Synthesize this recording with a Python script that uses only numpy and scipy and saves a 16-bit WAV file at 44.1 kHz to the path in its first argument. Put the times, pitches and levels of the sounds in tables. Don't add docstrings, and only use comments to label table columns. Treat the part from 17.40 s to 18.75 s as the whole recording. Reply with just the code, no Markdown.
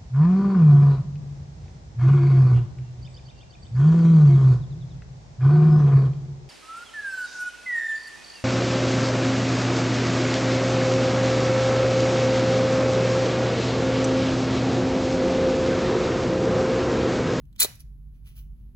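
import sys
import numpy as np
from scipy import signal
from scipy.fft import rfft, irfft
from scipy.io import wavfile
from scipy.ndimage import uniform_filter1d

SR = 44100
rng = np.random.default_rng(int(sys.argv[2]) if len(sys.argv) > 2 else 0)


def materialize(psi):
    bounded = np.clip(np.atleast_2d(psi).T, -1, 1)
    quanta = np.round(bounded * 32767).astype(np.int16)
    wavfile.write(sys.argv[1], SR, quanta)


N = 59535
T = np.arange(N) / SR
HZ = np.fft.rfftfreq(2 * N, 1 / SR)

# (f/Hz, relative level/dB)
HUM_NOTES = [(48.8, -1.5), (145, -16)]
HISS_TONE = [(200, 5), (1000, 5.5), (2000, 2), (4500, -2.5), (7000, -7.5), (8500, -4), (11000, 1),
             (11400, 7), (11800, 4), (12500, 5.5), (14000, -4), (15500, -1)]
# (t/s, level/dB)
HUM_SWELL = [(0.02, -46.5), (0.246, -46.5), (0.274, -64), (0.376, -43.5), (0.414, -61.5), (0.442, -41.5),
             (0.654, -41), (0.68, -41.5), (0.808, -52.5), (0.85, -40), (0.916, -51), (1.0, -43.5),
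             (1.132, -35.5), (1.172, -51.5), (1.208, -45.5), (1.33, -47.5)]
# (f/Hz, relative level/dB)
RUMBLE_TONE = [(15, -12.5), (30, -13), (45, -3.5), (60, 3), (80, -8.5), (125, -6.5), (170, -14), (240, -20),
               (320, -31), (500, -43.5), (1000, -54.5), (3000, -69.5)]
# (t/s, relative level/dB)
RUMBLE_SWELL = [(0, -1.5), (.3, 1), (.55, -2.5), (.8, -0.5), (1.0, -2), (1.2, 1.5), (1.35, 1)]

# (f/Hz, t/s)
ECHO_TIME = [(300, 0.15), (1500, 0.35), (4000, 0.3472), (8000, 0.3354), (15000, 0.32)]
# (f/Hz, level/dB)
ECHO_LEVEL = [(200, -16), (500, -15.5), (1300, -9.5), (2300, -16), (3100, -11.5), (3950, -22),
              (4400, -18.5), (5200, -13), (7500, -24.5), (9000, -25), (12000, -19), (15000, -23.5)]
# (f/Hz, phase/rad)
STEREO_PHASE = [(20, -2.5), (500, 0.84), (1300, 1.5), (2600, 3), (3300, 4.5), (3900, 4.5), (4500, 6),
                (5400, 3.5), (6200, 4.5), (6800, 7), (8500, 2.5), (9600, 1.5), (10500, 1), (11400, 0.44),
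                (13300, -3.5), (14500, -4.5), (15400, -6.5)]
# (f/Hz, level/dB)
STEREO_BALANCE = [(60, -3), (600, -1), (1300, 1), (2100, -1), (3000, -1.5), (4200, -1.5), (5200, -1),
                  (5900, -7.5), (7000, 0.5), (15000, 0)]
# (f/Hz, level/dB)
STEREO_WIDTH = [(100, -16.5), (500, -6), (1200, 0), (6000, 2), (7500, -14.5), (9000, -20.5), (15000, -15.5)]

# (t/s, level/dB)
GLUE_TICKS = [(.054, -63.5), (.128, -56), (.156, -61.5), (0.162, -47), (0.874, -62), (0.991, -54)]
# (peak t/s, rise t/s, fall t/s, fizz level/dB, rasp level/dB, airy level/dB)
GLUE_PEELS = [(0.356, 0.0044, .005, -52, -83, -58.5), (.406, 0.0098, 0.0087, -49, -62.5, -70),
              (0.754, .02, 0.047, -79.5, -78, -88), (0.875, 0.02, 0.043, -61, -60.5, -61),
              (0.967, 0.0093, 0.032, -59, -63.5, -54.5), (.990, 0.011, 0.015, -70.5, -66, -61),
              (1.20, 0.04, 0.12, -86.5, -82.5, -86)]
# (f/Hz, relative level/dB)
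TICK_TONE = [(300, -23), (1200, -8), (3000, 9), (4800, -6), (6000, -2.5), (7000, -7), (7800, 0.5),
             (10000, -8), (12500, -0.5), (14400, 1.5), (15800, -5.5)]
FIZZ_TONE = [(1000, -62), (4000, -10), (6000, -2.5), (7200, -12), (8800, -6), (10600, 0.5), (12200, -5),
             (13300, -1), (15000, -8)]
RASP_TONE = [(300, -12), (800, -13), (1300, -3.5), (2000, 1.5), (2700, 7), (3700, -1), (4500, -5.5),
             (7000, -18), (15000, -18)]
AIRY_TONE = [(8000, -23), (12500, -13), (13400, -2), (14700, -2.5), (15800, -5.5)]

# (t/s, level/dB)
END_FLAPS = [(.2185, -45), (0.2288, -39.5), (.2367, -35), (0.2481, -23), (0.2548, -39.5)]
# (t/s, crack level/dB, ring level/dB)
FIBRE_LEVELS = [(0.179, -71.5, -67.5), (0.19, -50.5, -48), (.196, -36, -32), (.202, -14, -34),
                (.214, -21.5, -23), (.231, -18, -28), (.240, -22.5, -31.5), (.251, -28.5, -30),
                (.257, -32, -40.5), (0.264, -53.5, -53)]
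THREAD_SNAPS = [(.2000, -21.5, -36.5), (0.2019, -16.5, -34.5), (0.2045, -7.5, -28.5), (.2060, -8.5, -28.5),
                (.2072, -15, -24), (.2084, -13.5, -31.5), (.2115, -22, -19.5), (.2170, -14, -21.5),
                (.2190, -15.5, -10.5), (.2234, -23, -19.5), (.2277, -16, -16.5), (.2286, -8.5, -11.5),
                (.2312, -16.5, -23), (.2336, -16, -26.5), (.2374, -19.5, -24.5), (.2442, -25, -27.5),
                (.2460, -18, -22), (.2530, -27.5, -38)]
# (f/Hz, relative level/dB)
FLAP_TONE = [(80, -29.5), (200, -17.5), (320, -2.5), (450, 3.5), (650, 0.5), (1000, -7.5), (2000, -22.5),
             (8000, -52)]
CRACK_TONE = [(300, -36), (1200, -21.5), (3000, -8.5), (5500, -13.5), (6400, -6.5), (7200, -1.5),
              (7600, -2.5), (8100, 1.5), (9300, 0.5), (10500, 1.5), (12000, -6), (13300, 0), (15500, -3)]
RING_TONE = [(250, -26.5), (800, -18), (1200, -10.5), (1700, -3.5), (2200, -0.5), (3000, -9), (3500, -3.5),
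             (3850, 8), (4300, 4), (5200, -9.5), (6000, -2.5), (7500, -17), (15000, -27.5)]


def gain(db):
    return 10 ** (np.asarray(db) / 20)


def at_hz(table, hz=HZ):
    freqs, values = np.array(table, float).T
    return np.interp(np.log(np.maximum(hz, 1)), np.log(freqs), values)


def filtered(x, response):
    return irfft(rfft(x, 2 * N) * response)[..., :N]


def colour(x, tone):
    curve = gain(at_hz(tone))
    curve /= np.sqrt(np.mean(curve ** 2))
    cepstrum = irfft(np.log(curve))
    cepstrum[1:N] *= 2
    cepstrum[N + 1:] = 0
    return filtered(x, np.exp(rfft(cepstrum)))


def drift(rate_hz):
    wobble = filtered(rng.standard_normal(N), np.exp(-(HZ / rate_hz) ** 2))
    return wobble / wobble.std()


def crackle(per_s, scatter_db):
    clicks = (rng.random(N) < per_s / SR) * rng.choice([-1, 1], N)
    clicks = clicks * gain(scatter_db * rng.exponential(size=N))
    power = np.abs(uniform_filter1d(clicks ** 2, size=441))
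    return clicks / np.sqrt(power + 1e-9)


def bursts(times, levels_db, decay_s, click_share):
    out = np.zeros(N)
    for start, db in zip(times, levels_db):
        fade = (T >= start) * np.exp(-np.abs(T - start) / decay_s)
        burst = fade * rng.standard_normal(N)
        burst *= np.sqrt((1 - click_share) / np.sum(burst ** 2))
        burst[np.argmax(fade)] += np.sqrt(click_share)
        out += gain(db) * burst * np.sqrt(np.sum(fade ** 2))
    return out


def stereo_image(x):
    left = gain(at_hz(STEREO_BALANCE) / 2) * np.exp(.5j * at_hz(STEREO_PHASE))
    return filtered(x, np.array([left, 1 / left]))


def all_around(pair):
    width = np.clip(gain(at_hz(STEREO_WIDTH)), 0, 1)
    side = filtered(pair[1], width)
    stereo = pair[0] + np.array([side, -side])
    return stereo_image(filtered(stereo, 1 / np.sqrt(1 + width ** 2)))


def background():
    swell = lambda table: gain(np.interp(T, *np.array(table).T))
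    hum = np.zeros(N)
    for hz, db in HUM_NOTES:
        strength = np.sqrt(2) * gain(db + 2.5 * drift(rate_hz=7.1))
        hum += strength * np.sin(2 * np.pi * hz * T + 0.42 * drift(rate_hz=9.8))
    mid, side = colour(rng.standard_normal((2, N)), RUMBLE_TONE) * gain(-49) * swell(RUMBLE_SWELL)
    hiss = colour(rng.standard_normal((2, N)), HISS_TONE) * gain(-78)
    left_right = np.array([[1], [-1]])
    drone = (hum * swell(HUM_SWELL) + mid) * gain(-1.5 * left_right / 2)
    return drone + gain(-8.5) * left_right * side + all_around(hiss)


def room_echo(x):
    near = rng.standard_normal((2, N)) * np.exp(-T / 0.0058)
    echo = gain(-6) * near / np.sqrt(np.sum(near ** 2) / 2)
    noise = rng.standard_normal((2, N))
    build_up = 1 - np.exp(-T / 0.0054)
    for low_hz in 2. ** np.arange(7, 15):
        fade_s = at_hz(ECHO_TIME, low_hz * np.sqrt(2))
        fade = np.exp(-np.log(1000) * T / fade_s) * build_up
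        octave = (HZ >= low_hz) * (HZ < 2 * low_hz)
        echo += filtered(noise, octave * gain(at_hz(ECHO_LEVEL))) * fade / np.sqrt(np.sum(fade ** 2))
    return filtered(x, rfft(echo, 2 * N))


def glue():
    ticks = bursts(*np.array(GLUE_TICKS).T, decay_s=0.0021, click_share=.25)
    out = colour(ticks, TICK_TONE)
    peak, rise, fall, *levels = np.array(GLUE_PEELS).T[..., None]
    swells = np.exp(-np.where(T < peak, ((T - peak) / rise) ** 2, (T - peak) / fall))
    for db, tone in zip(levels, (FIZZ_TONE, RASP_TONE, AIRY_TONE)):
        strength = np.sum(gain(db) * swells, axis=0)
        out += colour(strength * crackle(per_s=2900, scatter_db=3), tone)
    return out


def loose_end():
    flaps = bursts(*np.array(END_FLAPS).T, decay_s=.0025, click_share=1)
    return colour(flaps, FLAP_TONE)


def fibres(times, levels_db):
    tearing = (T > times[0]) * (T < times[-1])
    return gain(np.interp(T, times, levels_db)) * tearing * crackle(per_s=5000, scatter_db=2.5)


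def tear():
    times, crack_db, ring_db = np.array(FIBRE_LEVELS).T
    snap_times, snap_db, snap_ring_db = np.array(THREAD_SNAPS).T
    cracks = fibres(times, crack_db) + bursts(snap_times, snap_db, decay_s=.0008, click_share=.15)
    rings = fibres(times, ring_db) + bursts(snap_times, snap_ring_db, decay_s=.0008, click_share=.33)
    return colour(cracks, CRACK_TONE) + colour(rings, RING_TONE)


def scene():
    tape = tear() + loose_end() + glue()
    return stereo_image(tape) + all_around(room_echo(tape)) + background()


def record(dry):
    return signal.sosfilt(signal.ellip(10, .2, 70, 15900, fs=SR, output="sos"), dry)


dry = scene()
out = record(dry)
materialize(out)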